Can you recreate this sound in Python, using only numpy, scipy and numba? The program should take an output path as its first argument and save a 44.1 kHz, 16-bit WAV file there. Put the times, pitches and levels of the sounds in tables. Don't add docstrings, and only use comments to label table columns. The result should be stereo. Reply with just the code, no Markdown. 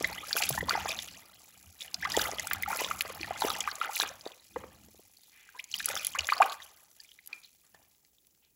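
import sys
import numpy as np
from scipy import signal
from scipy.fft import rfft, irfft
from scipy.io import wavfile
from scipy.ndimage import uniform_filter1d
from numba import njit

SR = 44100
rng = np.random.default_rng(int(sys.argv[2]) if len(sys.argv) > 2 else 0)


def persist_wave(psi):
    counts = np.round(np.clip(psi, -1, 1) * 32767).astype(np.int16)
    wavfile.write(sys.argv[1], SR, np.atleast_2d(counts).T)


def field_ratio(decibels):
    return 10 ** (np.asarray(decibels, dtype=float) / 20)


N = 377055
T = np.arange(N) / SR

# frequency in Hz, relative strength in dB per Hz.
AIR_SPECTRUM = [(18, -36), (30, 4.5), (499, 1.5), (1250, -15.5), (3670, -21.5), (8980, -9.5), (10800, -15),
                (16000, -7)]
AIR_DB = -70.5
# time in seconds, beat number, peak in dB before trim.
KNOCK_BEATS = [(1.165, 0, -58), (1.747, 13, -58), (5.187, 89, -62), (5.512, 96, -62), (6.781, 123, -62),
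               (7.546, 139, -69), (8.52, 159, -66)]
# time in seconds, beat number, peak in dB before trim.
TICK_BEATS = [(4.276, 0, -55), (5.397, 11, -56), (6.949, 26, -57), (8.448, 41, -59)]
# frequency in Hz, relative strength in dB per Hz.
SLOSH_SPECTRUM = [(18, -44.5), (30, -23.5), (70, 3), (155, -4), (189, 3), (220, -2), (350, -3.5),
                  (460, -39.5), (770, -120)]
# peak time in seconds, level in dB, seconds to fade by 20 dB.
TUB_SURGES = [(0.04, -48.5, 0.5), (.52, -46, 0.5), (0.671, -44.5, 0.4), (.97, -54, 0.62), (1.6, -63.5, 1),
              (2.0, -54, 1), (2.2, -49.5, 1.64), (2.57, -52, 1), (3.24, -47.5, 0.35), (3.48, -49.5, 0.3),
              (4.07, -56, 0.3), (4.571, -53, 0.44), (5.0, -59.5, 0), (5.78, -62, 1.07), (6.21, -58.5, 0.4),
              (7.76, -71.5, 0.2)]
# time in seconds, peak in dB, pitch in Hz.
WALL_KNOCKS = [(0.503, -31, 136), (0.62, -35.5, 178), (1.659, -50.5, 83), (2.168, -33, 397),
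               (2.551, -41.5, 90), (3.204, -34, 331), (3.438, -27, 400), (4.56, -32, 335),
               (6.187, -43.5, 78.2)]
STILL_TUB_DB, FLUTTER_DB = -92, 2.5
# pitch in Hz, width in Hz, level in dB.
TUB_RESONANCES = [(490, 210, -2), (815, 40, -5.5)]
TUB_FADE_S, TUB_DB = 0.0045, -10.5
ROOM_T60_S, ROOM_DB, ROOM_TOP_HZ = 0.45, -18.5, 2200
# start in seconds, peak in dB, centre in Hz, length setting in seconds.
CLAY_RUBS = [(4.412, -63, 3980, 0.042), (5.206, -62.5, 3630, .1), (7.632, -62.5, 1400, 0.048),
             (8.419, -64, 2810, .06), (5.303, -51.5, 2203, 0.25), (7.277, -50, 1184, 0.1),
             (7.427, -52, 3690, 0.039)]
# time in seconds, peak in dB, pitch in Hz.
SHARD_CLINKS = [(7.331, -54, 2400), (7.862, -76, 2150)]
CLINK_T60_S = 0.13
# time in seconds, level in dB before the offsets below.
TRICKLE_LEVELS = [(0, -78), (1.5, -66.5), (4.3, -68.5), (5.5, -69), (6.8, -67.5), (7.4, -71), (7.7, -81.5),
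                  (8.55, -84)]
TRICKLE_GURGLE_DB, TRICKLE_DROPLETS_DB, TRICKLE_SPRAY_DB = -15, -13, 1.0
# peak time in seconds, droplet level in dB, seconds to fade by 20 dB
# (sign ignored), spray level relative to the droplets in dB.
RAIN_BACKS = [(0.0, -44, .5, -9.5), (.14, -47.5, 0.1, -1), (.26, -44, 0.54, -4), (0.368, -38, 0.18, -1),
              (.44, -41, -0.11, -0.5), (.5, -45, -0.14, 6.5), (0.701, -41, 0.41, -7.5),
              (0.887, -34.5, 0.11, -8), (1.015, -44.5, 0.22, -5), (1.818, -45.5, 0.1, -4.5),
              (1.3, -65, 1.5, -1), (2.01, -51.5, 2.5, -3.5), (2.102, -40, 0.35, -8), (2.188, -37, 0.12, 0),
              (2.4, -47.5, 0.25, -4), (2.7, -47.5, 0.42, 4.5), (2.8, -39, 0.16, -5.5),
              (3.04, -59, 1.65, 1.5), (3.2, -55.5, 2, -8), (3.391, -43, 0.5, -1.5),
              (3.437, -42.5, 0.29, -5.5), (3.828, -41.5, 0.05, -8), (3.951, -40.5, 0.1, 3.5),
              (4.022, -29.5, -0.0254, -3.5), (4.09, -49, -0.005, 2), (5.599, -50.5, 0, -7),
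              (5.75, -37, 0.27, -9), (5.898, -41.5, 0.46, -5), (6.071, -41, 0.1453, -9),
              (6.25, -55, 0.29, 4.5), (6.312, -39, 0.1258, -13.5), (6.44, -47.5, 0.08, 1),
              (6.52, -48.5, -0.06, 0), (6.62, -52, -0.11, -5.5), (7.0, -60.5, 0.25, -7.5),
              (7.349, -74.5, 1.5, 6)]
# peak time in seconds, level in dB,
# seconds to fade by 20 dB (sign ignored).
HAND_DIPS = [(0.0, -45.5, 1.5), (0.371, -36, 0.13), (.56, -38, 0), (.7, -37, 0.3047), (0.891, -35, 0.06),
             (1.25, -71, -2), (1.818, -57, 1.5), (1.95, -55.5, 0), (2.049, -43.5, 0.43),
             (2.188, -38.5, 0.37), (2.528, -41.5, -0.13), (2.708, -37.5, 0.17), (2.8, -36.5, 0.25),
             (3.048, -44, 0.3), (3.249, -45, 0.8), (3.437, -36, 0.325), (3.83, -40.5, 0.1559),
             (4.017, -34.5, 0.11), (4.251, -50.5, 0.11), (4.575, -55.5, 0.36), (5.56, -57, 0.1),
             (5.75, -54.5, 0.1), (5.898, -40.5, 0.1868), (6.168, -44, 0.1449), (6.31, -46, 0.46),
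             (6.419, -34.5, 0.0919), (7.76, -66, 0.26)]
DIP_RISE_S, SPLASH_RISE_S, SURGE_RISE_S = 0.04, 0.045, 0.12
CALM_GURGLE_SPREAD_DB = 2.5
# time in seconds, peak in dB, centre in Hz.
LOUD_SNAPS = [(0.0258, -28.5, 9050), (0.0748, -29, 12600), (0.3299, -17, 4565), (0.4213, -19.5, 7160),
              (0.437, -18.5, 4950), (0.4914, -17, 11010), (0.4951, -17, 13880), (0.695, -15, 4520),
              (0.99, -23, 3600), (1.82, -28, 3476), (1.88, -39.5, 2920), (1.944, -21.5, 5020),
              (2.046, -31, 5155), (2.12, -23.5, 4930), (2.168, -16.5, 7030), (2.218, -22.5, 5860),
              (2.315, -24.5, 5890), (2.397, -22, 6620), (2.472, -23, 8040), (2.511, -31, 3790),
              (2.5342, -14, 14530), (2.625, -23.5, 14910), (2.7717, -25.5, 11140), (2.801, -27.5, 4980),
              (2.9912, -31, 7630), (3.0087, -21.5, 11520), (3.0204, -25, 11000), (3.15, -38, 4490),
              (3.2126, -30.5, 4290), (3.42, -25, 3940), (3.503, -19, 3880), (3.606, -20, 6870),
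              (3.715, -27, 4310), (3.7552, -30, 6830), (3.9558, -26, 4050), (4.0004, -15, 4050),
              (4.211, -38, 4900), (4.275, -35, 4490), (5.6418, -34.5, 6790), (5.716, -34, 6050),
              (5.755, -32.5, 4740), (5.8007, -31, 4150), (5.8454, -29, 6060), (5.8586, -15.5, 10020),
              (5.889, -18.5, 8460), (5.9543, -22, 6410), (6.0483, -20.5, 10930), (6.069, -16, 10840),
              (6.1886, -22, 6660), (6.2076, -26, 4515), (6.246, -28.5, 3490), (6.2709, -24.5, 6924),
              (6.4185, -26, 7190), (7.117, -43, 3030), (7.262, -40, 9110), (7.2748, -31, 11510),
              (7.33, -38, 4320), (7.437, -47.5, 5000), (7.747, -55.5, 4500), (8.27, -51, 11170)]
# time in seconds, peak in dB, starting pitch in Hz, length setting in ms.
LARGE_BUBBLES = [(0.01, -21.5, 450, 2.7), (0.045, -15, 1880, 3), (0.097, -33, 900, 6.3),
                 (0.31, -27, 1520, 2.8), (0.354, -26.5, 507, 4.4), (0.366, -19.5, 1380, 4),
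                 (0.402, -28, 810, 12), (0.425, -14.5, 2400, 1.1), (0.505, -20.5, 580, 3.3),
                 (0.575, -27.5, 1730, 11.6), (0.578, -19, 900, 6), (0.608, -24.5, 1784, 4.6),
                 (0.628, -24.5, 490, 7.6), (0.709, -15, 1316, 4), (0.752, -17, 847, 7.5),
                 (0.775, -22, 710, 7.8), (0.858, -18, 740, 2.9), (0.893, -28.5, 567, 9.2),
                 (1.808, -31.5, 3300, 1.2), (2.051, -21, 1825, 3), (2.14, -27, 1780, 12),
                 (2.216, -20.5, 3120, 1.4), (2.148, -27, 870, 18), (2.167, -21, 3130, 2.6),
                 (2.174, -10, 500, 3.7), (2.195, -23.5, 1505, 6.2), (2.385, -27, 3000, 2.3),
                 (2.396, -27.5, 1840, 3.7), (2.47, -29, 1340, 4.9), (2.534, -28, 2070, 3),
                 (2.513, -15.5, 1480, 1.6), (2.334, -27.5, 515, 4.6), (2.634, -21, 1990, 3.7),
                 (2.661, -26.5, 1240, 5.4), (2.676, -26, 773, 15), (2.703, -23, 834, 9.2),
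                 (2.729, -23, 1270, 5.7), (2.732, -25, 940, 5.7), (2.817, -20.5, 530, 4.3),
                 (2.847, -20, 3240, 1.45), (2.912, -17, 1195, 4), (3.01, -13.5, 2490, 0.87),
                 (3.051, -31.5, 550, 6.7), (3.096, -33.5, 1060, 8.3), (3.1, -32, 494, 10),
                 (3.232, -24, 2300, 1.7), (3.244, -32.5, 1730, 7), (3.308, -20.5, 666, 5.1),
                 (3.421, -13.5, 850, 4.9), (3.449, -15.5, 440, 2.1), (3.502, -24.5, 1200, 6.7),
                 (3.64, -35, 2320, 3.7), (3.608, -22, 3040, 1.9), (3.676, -16.5, 1090, 4.2),
                 (3.814, -17.5, 1250, 6.5), (3.847, -24, 1350, 4), (3.968, -22.5, 2280, 1.8),
                 (4.0, -19.5, 890, 2.5), (4.019, -22.5, 3420, 2.5), (4.011, -24.5, 1530, 3.7),
                 (4.036, -18, 970, 1.65), (4.256, -39.5, 3500, 3.4), (4.264, -22.5, 502, 3.6),
                 (4.32, -39, 3170, 1.2), (4.562, -24, 467, 14), (4.561, -25, 900, 3.8),
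                 (4.638, -33.5, 1060, 2.4), (4.641, -32.5, 490, 5.4), (4.885, -46, 493, 3.3),
                 (4.946, -47.5, 495, 3.6), (4.995, -43, 470, 2.7), (5.171, -50.5, 4120, 2.7),
                 (5.235, -51, 4390, 1.55), (5.49, -43.5, 1460, 4.3), (5.548, -40.5, 936, 18),
                 (5.741, -22, 2830, 3.6), (5.974, -26.5, 3180, 3), (6.048, -29, 3100, 3),
                 (5.804, -24.5, 1580, 3), (5.885, -26, 1286, 4.1), (5.94, -33, 547, 9.8),
                 (5.966, -22, 1255, 2), (6.15, -24, 1024, 6.6), (6.192, -17, 2620, 2.3),
                 (6.29, -14, 1580, 1.5), (6.3, -22, 2200, 3.8), (6.335, -26, 4270, 2.9),
                 (6.381, -29.5, 4550, 1.8), (6.419, -9.5, 1050, 4.8), (6.419, -18.5, 1437, 9.1),
                 (6.426, -22, 2280, 5.5), (6.453, -30, 1068, 9.4), (6.498, -29.5, 3780, 1.2),
                 (6.524, -31, 3190, 1.3), (6.602, -40, 1750, 4), (6.621, -42.5, 3520, 4.7),
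                 (6.995, -57.5, 1650, 14), (7.003, -39, 4530, 2.3), (7.091, -50, 2970, 2.9),
                 (7.19, -42.5, 2000, 2.1), (7.33, -31.5, 2324, 5), (7.446, -48.5, 3940, 5.2),
                 (7.747, -43.5, 650, 2), (7.745, -52.5, 1676, 7.5), (8.185, -55.5, 3380, 1.7)]
BUBBLE_RISE_OCTAVES = 0.15
# time in seconds,
# peak in dB, starting pitch in Hz, length setting in ms, rise in octaves over that length.
CLOSING_HOLLOWS = [(0.685, -20.5, 870, 9, 0.47), (2.024, -28.5, 1405, 16, 0.7),
                   (2.051, -22.5, 943, 11.3, 0.54), (2.29, -27, 615, 8, 0.4), (3.056, -36, 900, 7.3, 0.74),
                   (3.684, -29.5, 1350, 10.4, 0.39), (3.825, -34.5, 753, 15, 0.63),
                   (3.89, -27.5, 698, 14, 0.54), (5.593, -32.5, 1765, 9, 0.88),
                   (5.895, -32, 479.7, 22, 0.42), (6.155, -29, 1180, 10, 0.63),
                   (6.321, -13, 900, 8.5, 0.64), (6.401, -8.5, 593, 17.7, 0.88)]
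# frequency in Hz, level in dB, left minus right in dB. The treble falls away
# steeply above about 15.7 kHz.
TONE_COLOUR = [(25, -10, 0), (58, -0.5, 1.5), (600, -7, 2), (2000, 1.5, -1), (4144, 2.5, 5.5),
               (8000, 4.5, -0.5), (12900, 6.5, 0), (15750, 7.5, 0), (16150, -27.5, -0.5)]
# frequency in Hz, radians by which the left one leads.
LEFT_LEAD = [(330, 0), (600, 1.3), (2000, .4), (6900, 0), (8950, -3.14), (11100, -6.28), (13280, -9.42),
             (15450, -12.6), (16500, -13)]


def along(table, hz, column=1):
    table = np.array(table, float)
    return np.interp(np.log(hz + 1), np.log(table[:, 0] + 1), table[:, column])


def coloured(spectrum, alike_hz):
    hz = np.arange(N // 2 + 1) * SR / N
    mid, side = rfft(rng.standard_normal((2, N))) * field_ratio(along(spectrum, hz))
    side = side * hz / (hz + alike_hz)
    x = irfft(np.array([mid + side, mid - side]), N)
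    return x / x.std()


def walk(rate):
    k = int(SR / rate)
    steps = np.repeat(rng.standard_normal(N // k + 1), k)
    return 1.453 * uniform_filter1d(steps, k)[:N]


@njit
def ring(start, peak, hz, ring_s, rise, push_s, pan, lag, rough, noise):
    out, grain = np.zeros((2, len(noise) + 64)), np.zeros(16384)
    for k in range(len(start)):
        i0 = int(start[k] * SR)
        n = min(int((ring_s[k] + 8 * push_s[k]) * SR) + 2, 16384, len(noise) - i0)
        fade = np.exp(-np.log(1000) / (ring_s[k] * SR))
        ease = np.exp(-1 / (push_s[k] * SR))
        step, climb = 2 * np.pi * hz[k] / SR, 2 ** (rise[k] / SR)
        swing, soft, kick, push, phase, top = 0j, 0j, 1., 0., 0., 1e-12
        for i in range(n):
            kick, push = kick * ease, push * ease + kick
            swing = swing * fade + push * (1 - rough + rough * noise[i0 + i])
            soft = soft * fade ** 2 + swing
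            grain[i] = soft.real * np.sin(phase) + soft.imag * np.cos(phase)
            phase, step = phase + step, min(step * climb, 3.)
            top = max(top, abs(grain[i]))
        for i in range(n):
            out[0, i0 + i + max(-lag[k], 0)] += grain[i] * peak[k] / top * pan[k]
            out[1, i0 + i + max(lag[k], 0)] += grain[i] * peak[k] / top / pan[k]
    return out[:, :len(noise)]


def grains(s, db, hz, ring_s, rise, push_s, pan_db, rough, lag_ms_per_db=0.):
    columns = np.broadcast_arrays(s, db, hz, ring_s, rise, push_s, pan_db)
    s, db, hz, ring_s, rise, push_s, pan_db = (1. * c for c in columns)
    noise = rng.standard_normal(N) + 1j * rng.standard_normal(N)
    lag = np.clip(pan_db * lag_ms_per_db * SR / 1000, -60, 60).astype(int)
    start = np.clip(s, 0, T[-1])
    ring_s, push_s = np.maximum(ring_s, 1e-4), np.maximum(push_s, 1e-5)
    return ring(start, field_ratio(db), hz, ring_s, rise, push_s, field_ratio(pan_db / 2), lag, rough, noise)


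def swarm(level_db, count, spread_db):
    chance = rng.random((count, 5)).T
    s = chance[0] * T[-1]
    i = (s * SR).astype(int)
    extra = np.minimum(-np.log(1 - chance[1]), 2.5)
    db = level_db[i] + np.broadcast_to(spread_db, N)[i] * extra
    return s, db, chance[2:]


def swells(s, db, fade_s, rise_s, rest_db):
    late = T[::64] - s[:, None]
    drop = np.where(late < 0, -late / rise_s, late / np.abs(fade_s)[:, None])
    power = field_ratio(db[:, None] - 20 * drop) ** 2
    return 10 * np.log10(np.repeat(power.sum(0), 64)[:N] + field_ratio(rest_db) ** 2)


def room_air():
    return field_ratio(AIR_DB) * coloured(AIR_SPECTRUM, alike_hz=30000)


def beats(table, hz, ring_s, trim_db):
    s, beat, db = np.transpose(table)
    every = np.arange(beat[-1] + 1)
    times = np.interp(every, beat, s)
    levels = np.interp(every, beat, db) + trim_db + 3 * rng.standard_normal(len(every))
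    return grains(times, levels, hz, ring_s, 0, 0.0008, 4, rough=0.9)


def room(x):
    t = T[:int(ROOM_T60_S * SR)]
    walls, tiles = rng.standard_normal((2, 2, len(t))) * (t > 0.0015)
    walls = signal.lfilter(*signal.butter(1, 4000, fs=SR), walls * np.exp(-t / TUB_FADE_S))
    uneven = field_ratio(3.5 * walk(76)[:len(t)])
    tiles = tiles * uneven * np.exp(-np.log(1000) * t / ROOM_T60_S)
    tiles = signal.lfilter(*signal.butter(2, ROOM_TOP_HZ, fs=SR), tiles)
    parts = ((TUB_DB, walls), (ROOM_DB, tiles))
    tail = sum(field_ratio(db) * part / np.sqrt(np.sum(part ** 2) / 2) for db, part in parts)
    tail = signal.lfilter(*signal.butter(1, 450, "high", fs=SR), tail)
    return signal.fftconvolve(x, tail, axes=1)[:, :N]


def tub_air(x):
    return sum(field_ratio(db) * signal.lfilter(*signal.iirpeak(hz, hz / width, fs=SR), x)
               for hz, width, db in TUB_RESONANCES)


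def slosh():
    boom_db = swells(*np.transpose(TUB_SURGES), SURGE_RISE_S, STILL_TUB_DB) + FLUTTER_DB * walk(12)
    return field_ratio(boom_db) * coloured(SLOSH_SPECTRUM, alike_hz=900)


def thumps():
    s, db, hz = np.transpose(WALL_KNOCKS)
    return grains(s, db, hz, 9.0 / hz, 0, 0.5 / hz, 0.15, rough=0.)


def rubs():
    s, db, hz, length_s = np.transpose(CLAY_RUBS)
    return grains(s, db, hz, 0.002, 0, 0.34 * length_s, 3.5, rough=1.)


def clinks():
    s, db, hz = np.transpose(SHARD_CLINKS)
    return grains(s, db, hz, CLINK_T60_S, 0, 0.00089, 1.96, rough=0.5)


def spray(level_db):
    s, db, (size, life, side) = swarm(level_db, count=4000, spread_db=5.8)
    hz = 5500 * 2 ** (1.4 * size)
    push_s = 0.00018 + 0.0016 * life
    return grains(s, db, hz, 0.00043, 0, push_s, 3 * (side - 0.5), rough=0.92)


def snaps():
    s, db, hz = np.transpose(LOUD_SNAPS)
    return grains(s - 0.001, db, hz, 3.5 / hz, 0, 0.0008, 0.1, rough=0.75)


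def small_bubbles(level_db, low_hz, octaves, cycles, calm_spread_db, count):
    spread_db = np.interp(level_db, (-70, -50), (calm_spread_db, 4.6))
    s, db, (size, life, side) = swarm(level_db, count, spread_db)
    hz = low_hz * 2 ** (octaves * size)
    ring_s = (2.74 + cycles * life ** 3) / hz
    rise = 0.4 * life / ring_s
    pan_db = 9 * (side - 0.25)
    return grains(s, db, hz, ring_s, rise, 0.11 * ring_s, pan_db, rough=0.5, lag_ms_per_db=0.027)


def big_bubbles(s, db, hz, length_ms, rise_octaves, rough):
    length_s = length_ms / 1000
    pan_db = 3.5 + 3 * rng.standard_normal(len(s))
    tones = grains(s - 0.001, db, hz, 2.23 * length_s, rise_octaves / length_s, 0.08 * length_s,
                   pan_db, rough, lag_ms_per_db=0.01)
    slaps = grains(s - 0.001, db - 13.0, 1.8 * hz, 3.3 / hz, 0, 0.0017, pan_db, rough=0.91)
    return tones + slaps


def scene():
    trickle_db = np.interp(T, *np.transpose(TRICKLE_LEVELS))
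    gurgle_db = swells(*np.transpose(HAND_DIPS), DIP_RISE_S, trickle_db + TRICKLE_GURGLE_DB)
    s, db, fade_s, fine_db = np.transpose(RAIN_BACKS)
    droplet_db = swells(s, db, fade_s, SPLASH_RISE_S, trickle_db + TRICKLE_DROPLETS_DB)
    spray_db = swells(s, db + fine_db, fade_s, SPLASH_RISE_S, trickle_db + TRICKLE_SPRAY_DB)

    close = beats(KNOCK_BEATS, 800, 0.006, trim_db=-2) + beats(TICK_BEATS, 4200, 0.0005, trim_db=-2)
    close = close + rubs() + clinks()
    treble_only = signal.butter(2, 2000, "high", fs=SR, output="sos")
    close = close + signal.sosfilt(treble_only, snaps() + spray(spray_db))
    close = close + small_bubbles(gurgle_db, 500, 2.7, 18, CALM_GURGLE_SPREAD_DB, count=3800)
    close = close + small_bubbles(droplet_db, 2000, 1.7, 24, 4.5, count=3200)
    close = close + big_bubbles(*np.transpose(LARGE_BUBBLES), BUBBLE_RISE_OCTAVES, rough=0.3)
    close = close + big_bubbles(*np.transpose(CLOSING_HOLLOWS), rough=0.08)
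    close = signal.sosfilt(signal.butter(2, 170, "high", fs=SR, output="sos"), close)
    return close + tub_air(close) + room(close) + slosh() + thumps() + room_air()


def roll_off(x):
    return signal.sosfilt(signal.butter(12, 16980, fs=SR, output="sos"), x)


def record(dry):
    hz = np.arange(N // 2 + 1) * SR / N
    louder = field_ratio(along(TONE_COLOUR, hz, column=2) / 2)
    left = louder * np.exp(0.5j * along(LEFT_LEAD, hz))
    colour = field_ratio(along(TONE_COLOUR, hz))
    mix = irfft(rfft(dry) * colour * np.array([left, 1 / left]), N)
    return roll_off(mix)


dry = scene()
out = record(dry)
persist_wave(out)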